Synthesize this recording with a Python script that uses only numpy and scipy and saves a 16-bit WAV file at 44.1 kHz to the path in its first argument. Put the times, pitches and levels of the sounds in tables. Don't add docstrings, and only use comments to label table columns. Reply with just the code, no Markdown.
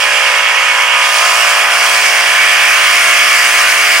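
import sys
import numpy as np
from scipy import signal
from scipy.io import wavfile
from scipy.ndimage import uniform_filter1d, minimum_filter1d

SR = 44100
rng = np.random.default_rng(int(sys.argv[2]) if len(sys.argv) > 2 else 0)


def master_out(mix):
    frames = np.transpose(np.atleast_2d(mix))
    ceiling = np.clip(frames, -1, 1)
    pcm = np.round(ceiling * 32767).astype(np.int16)
    wavfile.write(sys.argv[1], SR, pcm)


N = 176400

# t/s, four-stroke cycle rate/Hz
CYCLE_RATE = [(0.0, 59.6), (0.19, 59.7), (0.28, 58.2), (0.4, 59.0), (0.65, 58.7), (1.04, 58.8),
              (1.15, 58.4), (1.55, 59.1), (2.52, 59.6), (2.6, 59.2), (2.73, 59.7), (2.94, 58.9),
              (3.11, 58.9), (3.31, 59.6), (3.65, 59.2), (3.75, 60.0), (3.97, 59.2), (4.0, 58.7)]
CYLINDER_LEVELS = [0, -4, 2, -1, -3, 1, 1, -4]
# t/s, nearness (0 far, 1 near)
APPROACH = [(0, 0.19), (.9, 0.032), (1.7, 0.75), (2.6, 0.77), (4, 1)]
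# multiple of the cycle rate, relative level/dB
FAR_TONES = [(1, -53), (2, -37), (3, -42.5), (4, -39), (5, -32.5), (6, -30), (7, -24.5), (8, -19.5),
             (9, -9.5), (10, -8.5), (11, -10.5), (12, -8), (13, -8.5), (14, -8.5), (15, -7.5), (16, -3),
             (17, 0.5), (18, -1), (19, -1), (20, -7), (21, 3), (22, -0.5), (23, -9.5), (24, -18.5),
             (25, -2), (26, -6.5), (27, -10), (28, 1), (29, -6), (30, 0), (31, -7), (32, -13.5), (33, -5),
             (34, -3), (35, -32), (36, -20)]
NEAR_TONES = [(1, -57.5), (2, -39.5), (3, -31.5), (4, -44), (5, -21), (6, -25), (7, -17), (8, -20),
              (9, -13.5), (10, -9.5), (11, -6.5), (12, -4), (13, -12), (14, -8.5), (15, -10.5), (16, -29),
              (17, -4.5), (18, -6), (19, -7), (20, -2.5), (21, -7), (22, -6.5), (23, -7), (24, -9),
              (25, -3), (26, -4), (27, -18), (28, -2.5), (29, 4), (30, -2.5), (31, -3), (32, -13), (33, 2),
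              (34, -3), (35, -5.5), (36, -19)]
# f/Hz, relative density/dB
ROAR_SPECTRUM = [(30, -40), (100, -50), (250, -38), (370, -30.5), (480, -19), (750, -15), (1000, -8.5),
                 (1400, -3), (1800, -0.5), (2400, 2), (3050, -0.5), (3500, -9), (3950, -16), (4500, -8.5),
                 (5100, -7.5), (7300, -14), (9300, -14.5), (11000, -19), (12700, -25.5), (16000, -28)]
# t/s, level/dB
BASS_SWELL = [(0, -1), (.9, -1.5), (1.25, -2.5), (1.6, -2), (2.2, -1.5), (2.7, -0.5), (4, -1.5)]
DRONE_SWELL = [(0.0, -23), (0.04, -18), (0.05, -21.5), (0.36, -20.5), (0.39, -21.5), (0.72, -25),
               (1.58, -23.5), (2.26, -23.5), (2.76, -25.5), (4.0, -25.5)]
MID_SWELL = [(0.0, -25.5), (0.36, -22), (0.39, -24.5), (0.78, -20), (1.15, -21), (1.24, -17), (1.84, -16.5),
             (2.19, -20.5), (2.21, -18.5), (3.04, -18), (3.99, -19.5), (4.0, -14)]
ROAR_SWELL = [(0.0, -12), (0.01, -11.5), (0.41, -11), (1.07, -10.5), (1.08, -12.5), (1.27, -11),
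              (1.37, -11.5), (1.59, -10.5), (1.65, -13), (2.57, -9), (3.83, -11.5), (4.0, -11.5)]
TREBLE_SWELL = [(0.0, -19.5), (0.3, -21), (0.48, -23), (0.77, -21.5), (0.93, -23), (1.18, -16),
                (1.6, -17.5), (1.67, -21), (1.8, -17), (1.95, -15), (2.18, -18.5), (3.5, -16), (3.83, -18),
                (4.0, -16.5)]
SWELL_CENTRES = [200, 650, 1200, 1800, 3000, 4600]
# t/s, f/Hz, depth/dB
MID_HOLLOW = [(0, 690, 6), (.6, 690, 5.5), (1.3, 650, -2.5), (1.7, 1150, 2), (2.1, 1250, 4), (2.6, 1050, 0),
              (2.9, 850, 4.5), (4, 850, 3)]
# t/s, level/dB
BLOWER_LEVEL = [(0, -24), (.7, -19.5), (1.3, -24), (1.7, -23), (2.4, -17), (2.8, -20), (3.3, -16.5),
                (4, -19)]
# t/s, f/Hz
BLOWER_GAP = [(0, 8.87), (2.9, 8.87), (3.1, 8.15), (4, 8.3)]
# f/Hz, left minus right level/dB
MIC_BALANCE = [(30, -11), (60, 1), (200, -4.5), (450, 1.5), (1200, 2), (1800, -.7), (2250, -2),
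               (2650, -9.5), (3200, -9.5), (4000, 2.5), (5200, 1.2), (8000, -3.5), (11000, 1.5),
               (15000, -2)]
# f/Hz, coherence (0 to 1)
MIC_COHERENCE = [(50, .05), (130, .3), (300, 0.39), (500, 0.87), (1200, 0.76), (2000, 0.89), (2800, 0.79),
                 (3300, 0.39), (3700, 0.13), (4500, 0.67), (5500, 0.54), (9000, 0.52), (15000, 0.24)]
# f/Hz, lag/s
MIC_LAG = [(400, 0.000027), (1200, 0.000052), (1800, 0.000051), (2300, 0.000064), (2900, 0.000041),
           (5500, 0.000021), (9000, 0.0000032)]

CRACKS_PER_S, CRACK_SPREAD_DB, CRACKLE_HZ, CRACKLE_DB = 350, 4.0, 10000, -37
BLOWER_ORDER, SECOND_BLOWER_DB, WHINE_WAVER, BEAT_START_S = 38, -2.5, .15, .04
THROB_ROAR_DB, THROB_TREBLE_DB = 0.46, 0.45
TONES_DB, TONES_FADE_HZ, FADE_DB_PER_OCTAVE = -24, 1300, -5.5
WAVER_PER_KHZ, WAVER_HZ = 0.28, 7.7
FIRING_SPREAD_DB, FIRING_DECAY, PULSE_SHARE = -1, 0.64, 0.46
ROAR_DB, FLICKER_DB, HOLLOW_OCTAVES = -9.5, 1.0, 0.19
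AIR_DB_PER_S, AIR_HZ = 1.6, 13400
BRIGHT_DB_PER_S, BRIGHT_HZ = 1, 1920
PAN_DB_PER_S, WHINE_PAN_DB_PER_S = 0.63, -0.1


def from_db(db):
    return 10 ** (np.asarray(db) / 20)


def rms_one(x):
    return x / np.sqrt(np.mean(x ** 2) + 1e-20)


def seconds():
    return np.arange(N) / SR


def ramp(per_s):
    t = seconds()
    return per_s * (t - t.mean())


def in_time(rows):
    return np.interp(seconds(), *np.transpose(rows))


def at_hz(points, hz):
    f, value = np.transpose(points)
    return np.interp(np.log(hz), np.log(f), value)


def drift(corner_hz, step=40):
    pole = np.exp(-2 * np.pi * corner_hz * step / SR)
    noise = rng.standard_normal(N // step + 2002)
    slow = signal.lfilter([1], [1, -2 * pole, pole * pole], noise)[2000:]
    return np.interp(np.arange(N) / step, np.arange(len(slow)), rms_one(slow))


def pan(db):
    return from_db(db * np.array([[.5], [-.5]]))


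def mic_gains(hz):
    gains = pan(at_hz(MIC_BALANCE, hz))
    return gains / gains.mean()


def swell_db(swings, hz):
    place = np.interp(np.log(hz), np.log(SWELL_CENTRES), np.arange(len(swings)))
    blend = sum((1 - abs(place - k)) * swing for k, swing in enumerate(swings) if abs(place - k) < 1)
    hollow = [(t, depth * np.exp(-(np.log2(hz / centre) / HOLLOW_OCTAVES) ** 2))
              for t, centre, depth in MID_HOLLOW]
    return blend - in_time(hollow)


def tone(turns, hz, waver):
    wander = 1 + waver * (drift(WAVER_HZ) + 1j * drift(WAVER_HZ))
    right = np.exp(2j * np.pi * turns) * wander / np.sqrt(.5 + waver ** 2)
    left = right * np.exp(-2j * np.pi * hz * at_hz(MIC_LAG, hz))
    return mic_gains(hz) * np.array([left.real, right.real])


def firings(cycles):
    cylinders = len(CYLINDER_LEVELS)
    count, age = np.divmod(cycles * cylinders, 1)
    count = count.astype(int)
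    scatter_db = FIRING_SPREAD_DB * rng.standard_normal(4000)[count]
    strength = from_db(np.array(CYLINDER_LEVELS)[count % cylinders] + scatter_db)
    puffs = rms_one(strength * np.exp(-age / FIRING_DECAY))
    return np.sqrt(1 - PULSE_SHARE + PULSE_SHARE * puffs ** 2)


def crackle(cycles, treble_db):
    onsets = rng.random(N) < CRACKS_PER_S * firings(cycles) ** 2 / SR
    sizes = from_db(CRACK_SPREAD_DB * np.minimum(rng.exponential(1, (2, N)), 3))
    signs = rng.choice([-1, 1], N)
    highpass = signal.butter(2, CRACKLE_HZ, "high", fs=SR, output="sos")
    cracks = rms_one(signal.sosfilt(highpass, onsets * sizes * signs + 1e-18))
    return from_db(CRACKLE_DB + treble_db + ramp(AIR_DB_PER_S)) * cracks


def beat_turns():
    return np.cumsum(in_time(BLOWER_GAP)) / SR - BLOWER_GAP[0][1] * BEAT_START_S


def blowers(cycles):
    turns, slip = BLOWER_ORDER * cycles, beat_turns()
    hz = turns[-1] * SR / N
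    first = tone(turns - slip / 2, hz, WHINE_WAVER)
    second = from_db(SECOND_BLOWER_DB) * tone(turns + slip / 2, hz, WHINE_WAVER)
    return from_db(in_time(BLOWER_LEVEL)) * pan(ramp(WHINE_PAN_DB_PER_S)) * (first + second)


def exhaust_tones(cycles, swings):
    out, near = np.zeros((2, N)), in_time(APPROACH)
    for (order, far_db), (_, near_db) in zip(FAR_TONES, NEAR_TONES):
        hz = order * cycles[-1] * SR / N
        fade_db = FADE_DB_PER_OCTAVE * max(0, np.log2(hz / TONES_FADE_HZ))
        db = TONES_DB + far_db + near * (near_db - far_db) + fade_db + swell_db(swings, hz)
        out += from_db(db) * tone(order * cycles + rng.random(), hz, WAVER_PER_KHZ * hz / 1000)
    return out


def exhaust_roar(cycles, swings):
    edges_hz = np.concatenate([np.geomspace(25, 400, 7)[:-1], np.geomspace(400, 17000, 29)])
    turbulence = rng.standard_normal((2, 2, N)) * firings(cycles)
    out, t = np.zeros((2, N)), seconds()
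    for k, (low, high) in enumerate(zip(edges_hz, edges_hz[1:])):
        hz = np.sqrt(low * high)
        band = signal.butter(2, [low, high], "band", fs=SR, output="sos")
        mid, side = signal.sosfilt(np.vstack([band, band]), turbulence[k % 2])
        alike = at_hz(MIC_COHERENCE, hz)
        left, right = mic_gains(hz) * (np.sqrt(1 + alike) * mid + np.sqrt(1 - alike) * side * [[1], [-1]])
        late_left = np.interp(t - at_hz(MIC_LAG, hz), t, left)
        air = AIR_DB_PER_S * min(hz / AIR_HZ, 1) ** 4
        bright = BRIGHT_DB_PER_S * np.exp(-10 * np.log2(hz / BRIGHT_HZ) ** 2)
        flicker = FLICKER_DB * drift(corner_hz=6.3)
        db = at_hz(ROAR_SPECTRUM, hz) + swell_db(swings, hz) + ramp(air + bright) + flicker
        out += from_db(db) * np.array([late_left, right])
    return from_db(ROAR_DB) * rms_one(out)


def scene():
    cycles = np.cumsum(in_time(CYCLE_RATE)) / SR
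    swells = BASS_SWELL, DRONE_SWELL, MID_SWELL, ROAR_SWELL, TREBLE_SWELL
    bass, drone, mid, roar, treble = map(in_time, swells)
    throb = np.cos(2 * np.pi * beat_turns())
    levels = bass, drone, mid, roar, roar + THROB_ROAR_DB * throb, treble + THROB_TREBLE_DB * throb
    swings = [db - db.mean() for db in levels]
    exhaust = exhaust_tones(cycles, swings) + exhaust_roar(cycles, swings) + crackle(cycles, swings[-1])
    return (exhaust + blowers(cycles)) * pan(ramp(PAN_DB_PER_S))


def record(dry):
    limit, window_s, ceiling, cutoff_hz = 1.1, 0.0013, 0.95, 16000
    width = int(window_s * SR)
    gain = limit / np.maximum(np.abs(dry).max(axis=0), limit)
    smooth_gain = uniform_filter1d(minimum_filter1d(gain, width), width)
    held = np.clip(dry * smooth_gain, -ceiling, ceiling)
    return signal.sosfilt(signal.ellip(10, .1, 60, cutoff_hz, fs=SR, output="sos"), held)


dry = scene()
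out = record(dry)
master_out(out)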